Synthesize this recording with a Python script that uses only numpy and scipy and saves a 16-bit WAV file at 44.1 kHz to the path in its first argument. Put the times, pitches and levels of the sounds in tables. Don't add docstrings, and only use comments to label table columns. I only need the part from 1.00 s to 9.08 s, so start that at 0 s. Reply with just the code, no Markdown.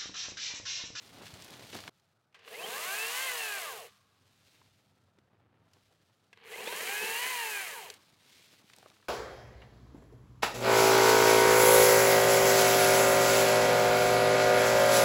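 import sys
import numpy as np
from scipy import signal
from scipy.fft import rfft, irfft
from scipy.io import wavfile
from scipy.ndimage import uniform_filter1d, map_coordinates

SR = 44100
rng = np.random.default_rng(int(sys.argv[2]) if len(sys.argv) > 2 else 0)


def int16_out(signal):
    q = np.round(np.clip(np.atleast_2d(signal).T, -1, 1) * 32767)
    wavfile.write(sys.argv[1], SR, q.astype(np.int16))


N = 356504
TIME = np.arange(N) / SR
FREQS = np.maximum(np.arange(N // 2 + 1) * SR / N, 1)

def undb(db):
    return 10 ** (np.asarray(db) / 20)

def unit(x):
    return x / np.sqrt(np.mean(x ** 2))

def peak(x, db):
    return x * undb(db) / np.abs(x).max()

def filtered(x, response):
    return irfft(rfft(x) * response, N)

def band_gain(hz, db):
    octaves = np.log2(np.r_[hz[0] / 2, hz, hz[-1] * 2])
    return undb(np.interp(np.log2(FREQS), octaves, np.r_[db[0] - 20, db, db[-1] - 20]))

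def colour(x, spectrum):
    return unit(filtered(x, band_gain(*np.transpose(spectrum))))

def resonance(hz, width):
    return 1 / (1 + 1j * (FREQS ** 2 - hz ** 2) / (FREQS * width))

def walk(rate):
    knots = rng.standard_normal(8192)
    return unit(map_coordinates(knots, [TIME * rate], order=1, mode="wrap"))

def grains(rate, spread_db):
    size = undb(spread_db * np.minimum(rng.exponential(size=N), 4))
    return unit((rng.random(N) < rate / SR) * rng.standard_normal(N) * size)

def burst(start, t60, rise_share=0.014):
    age = TIME - start
    live = (age >= 0) & (age < 2 * t60)
    decay = np.exp(-np.log(1000) * age[live] / t60)
    attack = 1 - np.exp(-age[live] / (rise_share * t60))
    out = np.zeros(N)
    out[live] = np.resize(rng.standard_normal(16384), live.sum()) * attack * decay
    return out

def swell(at, rise, fall):
    return np.exp(-np.maximum((at - TIME) / rise, (TIME - at) / fall))

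# (frequency [Hz], relative level [dB])
AIR_SPECTRUM = [(15, -49), (25, -56.5), (108, 1), (270, -12), (796, -11), (1040, -17), (1330, -11),
                (4030, -44), (10400, -48.5), (16000, -44.5)]
def air(level_db=-77):
    return undb(level_db + walk(2.2)) * colour(rng.standard_normal(N), AIR_SPECTRUM)

# (time [s], level [dB])
HUM_COURSE = [(1.2, -86), (2.9, -76.5), (4.2, -71.5), (5.2, -76), (8, -76.5)]
# (frequency [Hz], relative level [dB])
HUM_LINES = [(63, -15.5), (97, -1), (113, -4), (130, -9.5), (160, -6.5), (200, -8), (257, -14)]
def distant_machine():
    lines = sum(undb(db) * resonance(hz, width=12) ** 2 for hz, db in HUM_LINES)
    level_db = np.interp(TIME, *np.transpose(HUM_COURSE))
    return undb(level_db) * unit(filtered(rng.standard_normal(N), lines))

def echo(x, t60=1.74, level_db=-29, centre_hz=1150):
    tail = filtered(rng.standard_normal(N), resonance(centre_hz, width=520) ** 2)
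    tail *= np.exp(-np.log(1000) * TIME / t60)
    return undb(level_db) * x.std() * unit(signal.fftconvolve(x, tail)[:N])

def close_motion(heave_db=6.5, start_db=-5, build_s=0.21, end_s=.896):
    build = undb(start_db * np.maximum(1 - TIME / build_s, 0))
    heave = undb(heave_db) * swell(at=0.749, rise=0.0077, fall=0.035)
    return (TIME < end_s) * (build + heave)

# (frequency [Hz], relative level [dB])
LEAF_SPECTRUM = [(1500, -4), (2300, -0.5), (4000, 0.5), (5800, -5), (10000, -11), (15500, -16)]
def leaves(spread_db):
    return colour(grains(rate=7800, spread_db=spread_db) * undb(1.3 * walk(70)), LEAF_SPECTRUM)

# (frequency [Hz], relative level [dB])
TWIG_SPECTRUM = [(100, 6), (250, 7), (400, 5), (750, 3), (1200, -1), (1900, -5.5), (3500, -13)]
# (peak time [s], leaf level [dB], twig level [dB], rise [s], fall [s])
BRANCH_SWISHES = [(.95, -76, -100, 0.043, 0.3), (2.9, -67.5, -80, 0.25, 0.14),
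                  (3.52, -67.5, -73, 0.39, 0.34), (4.68, -100, -70, 0.86, 0.15), (4.76, -74, -73.5, 0.1, 1),
                  (6.95, -65, -69.5, 0.26, 0.4), (7.33, -59, -68.5, 0.099, 0.35),
                  (7.82, -65, -65.5, 0.21, 0.27)]
def foliage(close_leaves_db=-56, close_twigs_db=-55.5):
    twigs = colour(grains(rate=3000, spread_db=-1.5) * undb(2 * walk(50)), TWIG_SPECTRUM)
    leaf_gain, twig_gain = 0, undb(close_twigs_db) * close_motion()
    for at, leaves_db, twigs_db, rise, fall in BRANCH_SWISHES:
        motion = swell(at, rise, fall)
        leaf_gain = np.hypot(leaf_gain, undb(leaves_db) * motion)
        twig_gain = np.hypot(twig_gain, undb(twigs_db) * motion)
    close = undb(close_leaves_db) * close_motion() * leaves(spread_db=2)
    return close + leaf_gain * leaves(spread_db=0) + twig_gain * twigs

# (frequency [Hz], relative level [dB])
THUD_SPECTRUM = [(40, -26), (65, 4), (110, 12), (220, 7), (330, -21)]
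def boughs(level_db=-64):
    thuds = colour(grains(rate=790, spread_db=4.0), THUD_SPECTRUM)
    return undb(level_db) * close_motion(heave_db=-8) * thuds

def crack(start, db, hz, width_share, t60, impulse_db=2):
    b, a = signal.iirpeak(hz, hz / min(width_share * hz, SR / 4), fs=SR)
    force = burst(start, t60) + 1e-18
    force[int(start * SR)] += undb(impulse_db) * np.sqrt(SR / hz / np.pi)
    return peak(signal.lfilter(np.convolve(b, b), np.convolve(a, a), force), db)

# (time [s], peak level [dB], centre frequency [Hz], 60 dB decay time [s])
CRACKS_AND_TICKS = [(0.223, -46, 2980, 0.018), (0.266, -38.5, 2020, 0.053), (0.28, -44.5, 2680, .014),
                    (0.339, -38, 3470, 0.037), (.422, -39, 4580, .015), (.439, -46, 5500, 0.013),
                    (.446, -39.5, 7000, 0.015), (.506, -39.5, 6500, 0.0091), (0.536, -40, 2830, 0.046),
                    (0.595, -46, 3400, 0.016), (.728, -36.5, 2040, 0.079), (.787, -37, 2050, 0.047),
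                    (.804, -39, 3500, .02), (0.838, -37.5, 1460, 0.013), (.878, -28, 1500, 0.016),
                    (0.997, -61, 3370, 0.025), (4.187, -55, 1900, 0.018), (4.734, -53, 3880, 0.028),
                    (6.901, -30, 3760, 0.017), (6.939, -42.5, 5000, 0.033), (7.699, -44.5, 1870, 0.019),
                    (7.734, -45, 2570, 0.028), (7.763, -46.5, 7000, 0.013), (7.785, -45, 5000, 0.013),
                    (7.901, -46, 2900, 0.01), (8.026, -52.5, 1490, 0.033)]
def cracks_and_ticks():
    return sum(crack(at, db, hz, width_share=1.7, t60=t60) for at, db, hz, t60 in CRACKS_AND_TICKS)

# (time [s], peak level [dB], centre frequency [Hz])
WOOD_KNOCKS = [(0.333, -44, 109), (0.732, -43, 282), (3.616, -53, 930), (4.185, -56.5, 255),
               (7.129, -58.5, 228), (7.26, -61, 190), (7.642, -55, 186), (7.784, -50, 496),
               (7.829, -45, 705), (7.86, -42, 675), (7.916, -52.5, 900), (7.967, -53, 1290),
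               (8.001, -58, 1200)]
def knocks(t60=0.026, reference_hz=500):
    return sum(crack(at, db, hz, width_share=1.27, t60=t60 * np.sqrt(reference_hz / hz))
               for at, db, hz in WOOD_KNOCKS)

TURNED_S = 4
BRAKE_DELAY_S = .333
SLIDING_HZ, TAUT_HZ, WORKING_HZ = 23.9, 59, 150

# (press time [s], speed ending the soft start [Hz], release time [s], top speed [Hz])
TRIGGER_RUNS = [(1.329, 123, 2.244, 178), (5.323, 127.5, 6.297, 171.5)]
# (time [s], speed change [Hz], half-length [s])
LOAD_CHANGES = [(1.98, 3.3, .06), (2.17, 2.2, .05), (2.4, -1, .15), (5.94, 3, .07), (6.14, -4.5, .04),
                (6.52, 1.8, .12)]
def motor_speed(ramp_hz=99, ramp_s=.452, ramp_power=1.18, coast_s=1.075, brake_s=.335):
    hz = 0
    for pressed, knee_hz, released, top_hz in TRIGGER_RUNS:
        soft_start = ramp_hz * (np.maximum(TIME - pressed, 0) / ramp_s) ** ramp_power
        knee_s = pressed + ramp_s * (knee_hz / ramp_hz) ** (1 / ramp_power)
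        climb = np.interp(TIME, [knee_s, released], [knee_hz, top_hz])
        free_s = np.maximum(TIME - released, 0)
        brake = np.clip(1 - (free_s - BRAKE_DELAY_S) / brake_s, 0, 1) ** .53
        hz = hz + np.minimum(soft_start, climb) * np.exp(-free_s / coast_s) * brake
    load = sum(change * np.exp(-((TIME - at) / half_s) ** 2) for at, change, half_s in LOAD_CHANGES)
    return np.maximum(uniform_filter1d(hz + load, SR // 40), 0)

# (frequency [Hz], bandwidth [Hz], relative level [dB])
HOUSING_MODES = [(460, 73, 9.5), (733, 390, -3.5), (920, 17, -3), (1120, 210, 2.5), (1613, 140, 1.5),
                 (2030, 510, 5.5), (2433, 150, -0.5), (2650, 320, -1), (3110, 190, -3.5)]
def housing(x, cutoff_hz=375):
    modes = sum(undb(db) * resonance(hz, width) for hz, width, db in HOUSING_MODES)
    radiation = 1 / (1 + (cutoff_hz / FREQS) ** 8)
    return filtered(x, 1.3 * modes / np.abs(modes).max() * radiation)

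# (time [s], excitation level [dB], 60 dB decay time [s])
CHAIN_JERKS = [(1.326, -54, .036), (1.344, -38, 0.11), (1.39, -44, .07), (1.477, -30.5, 0.026),
               (1.54, -35, .045), (1.574, -43, 0.053), (5.329, -36, 0.036), (5.373, -40, .025),
               (5.438, -40.5, 0.035), (5.474, -37, 0.037), (5.517, -31.5, 0.11), (5.558, -32.5, 0.033),
               (5.603, -31, .05), (5.672, -20, 0.06), (5.724, -22, 0.044), (5.805, -27.5, .05),
               (5.83, -25.5, 0.044)]
def jerks(ring_db=8, bar_db=10, tick_db=-8.5, bar_hz=470, contact_hz=5000):
    blows = sum(peak(burst(at, t60), db) for at, db, t60 in CHAIN_JERKS)
    ticks = sum(peak(burst(at, t60 / 2), db + tick_db) for at, db, t60 in CHAIN_JERKS)
    ticks = filtered(ticks, resonance(3000, width=4000) ** 2)
    blows = filtered(blows, 1 / (1 + 1j * FREQS / contact_hz) ** 2)
    slaps = blows * np.minimum(motor_speed() / TAUT_HZ, 1)
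    thump = filtered(slaps, resonance(bar_hz, width=350) ** 2)
    return undb(ring_db) * housing(blows) + undb(bar_db) * thump + ticks

def link_impacts(turns, depth, flutter_db, teeth=6):
    meshing = 1 + depth * np.cos(2 * np.pi * teeth * turns)
    return grains(rate=14000, spread_db=-1.0) * meshing * undb(flutter_db * walk(160))

# (frequency [Hz], relative level [dB])
CLATTER_SPECTRUM = [(50, -36), (110, -20.5), (200, -3.5), (310, -10.5), (440, 11), (520, 4), (620, -25.5),
                    (780, 1), (3000, -50)]
def clatter(impacts):
    return colour(impacts, CLATTER_SPECTRUM)

# (peak time [s], level when taut [dB], rise [s], fall [s])
LOW_GROWLS = [(1.69, -47, 0.09, 0.046), (6.05, -45.5, 0.31, 0.1)]
def growls():
    growl = clatter(grains(rate=6000, spread_db=-1.5) * undb(4.2 * walk(45)))
    envelope = sum(undb(db) * swell(at, rise, fall) for at, db, rise, fall in LOW_GROWLS)
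    return envelope * np.minimum(motor_speed() / TAUT_HZ, 1) * growl

# (frequency [Hz], relative level [dB])
HISS_SPECTRUM = [(2000, -14), (4200, 0), (5500, -2.5), (6600, 0.5), (8500, -0.5), (10500, -0.5),
                 (13000, -2.5), (16000, -5)]
def hiss(turns):
    return colour(link_impacts(turns, depth=0.12, flutter_db=0.68), HISS_SPECTRUM)

# (frequency [Hz], gain held level [dB], gain pointed down [dB])
RATTLE_SPECTRA = [(293, -19.5, -17), (380, -16.5, -13.5), (446, -9.5, -7.5), (532, -18.5, -12),
                  (636, -2.5, -8.5), (900, -9, -4), (1080, -0.5, -2.5), (1395, -6.5, -7.5), (1700, -1, 0.5),
                  (2310, -2, 1.5), (2780, 1, 0.5), (3200, -3.5, -1.5), (3410, -5.5, -8.5), (4280, -8, -8),
                  (5650, -17, -28.5)]
def rattle(turns):
    hz, level_db, down_db = np.transpose(RATTLE_SPECTRA)
    impacts = link_impacts(turns, depth=0.34, flutter_db=1.0)
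    held_level = filtered(impacts, band_gain(hz, level_db))
    pointed_down = filtered(impacts, band_gain(hz, down_db))
    return unit(np.where(TIME < TURNED_S, held_level, pointed_down))

def whine(hz, turns, slot_order=48, shell_hz=3000, width_hz=2300):
    shell = 1 / (1 + ((slot_order * hz - shell_hz) / (width_hz / 2)) ** 4)
    return np.sqrt(2) * shell * undb(5.1 * walk(70)) * np.sin(2 * np.pi * slot_order * turns)

# (frequency [Hz], gain held level [dB], gain pointed down [dB])
BODY_RESPONSE = [(320, -45, -45), (400, -10, -10), (450, -3, -5), (560, -12, -16), (680, -5, -13),
                 (780, -7, -9), (840, -9, -14), (920, -12, -2), (1000, -8, -5), (1090, -3, -12),
                 (1330, -13, -14), (1420, -14, -14), (1510, -3, -3), (1640, 0, 1), (1790, -7, -8),
                 (1890, -12, -3), (2040, -2, -2), (2200, -6, -3), (2450, -1, 3), (2650, 5, 4),
                 (2850, -3, 2), (3100, -5, -5), (3600, -13, -14)]
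# (order [cycles per turn], run 1 gain [dB], run 2 gain [dB])
ROTATION_ORDERS = [(3, -6, -4), (4, -13, -16), (5, -8, -11), (6, -2, 1), (7, -12, -14), (9, -3, -10),
                   (11, -7, -5), (12, 1, 0), (15, -11, -11), (18, -4, -4), (21, -11, -16)]
def tones(hz, turns, waver_db=1.8):
    body_hz, level_db, down_db = np.transpose(BODY_RESPONSE)
    out = 0
    for order, first_db, second_db in ROTATION_ORDERS:
        held_level = first_db + np.interp(order * hz, body_hz, level_db)
        pointed_down = second_db + np.interp(order * hz, body_hz, down_db)
        db = np.where(TIME < TURNED_S, held_level, pointed_down) + waver_db * walk(30)
        out = out + undb(db) * np.sin(2 * np.pi * (order * turns + rng.random()))
    return np.sqrt(2) * out

def saw(tone_db=-41.5, whine_db=-53, rattle_db=-40, clatter_db=-60, hiss_db=-41, free_running_hz=138):
    hz = motor_speed()
    held = braking = 0
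    for pressed, _, released, _ in TRIGGER_RUNS:
        held += 1. * ((TIME > pressed) & (TIME < released))
        braking += np.clip((TIME - released - BRAKE_DELAY_S) * 20, 0, 1) * (TIME < released + 1)
    unsteadiness = .002 * walk(60) + .012 * braking * walk(140)
    turns = np.cumsum(hz * (1 + unsteadiness)) / SR
    torque = uniform_filter1d(held, SR // 50) / (1 + (hz / free_running_hz) ** 10)
    doublings = np.log2(hz / WORKING_HZ + 1e-9)
    slack_doublings = np.minimum(np.log2(hz / TAUT_HZ + 1e-9), 0)
    sliding = hz ** 8 / (hz ** 8 + SLIDING_HZ ** 8)
    fade_db = (1 - sliding) + braking
    out = undb(rattle_db + 7 * doublings + 3.5 * torque - fade_db) * rattle(turns)
    slaps = link_impacts(turns, depth=0.55, flutter_db=2.0)
    out += undb(clatter_db + 10 * slack_doublings + 9 * torque) * clatter(slaps)
    out += undb(hiss_db + 8.5 * doublings + 3 * torque) * sliding * hiss(turns)
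    out += undb(tone_db + 3.5 * doublings + torque) * sliding * tones(hz, turns)
    return out + undb(whine_db) * torque * sliding * whine(hz, turns)

def scene():
    tool = saw() + jerks() + growls()
    foreground = tool + echo(tool) + foliage() + boughs() + cracks_and_ticks() + knocks()
    return (foreground + air() + distant_machine())[None]

def record(dry, cutoff_hz=15900):
    return signal.sosfilt(signal.ellip(10, .2, 70, cutoff_hz, fs=SR, output="sos"), dry)

dry = scene()
out = record(dry)
int16_out(out)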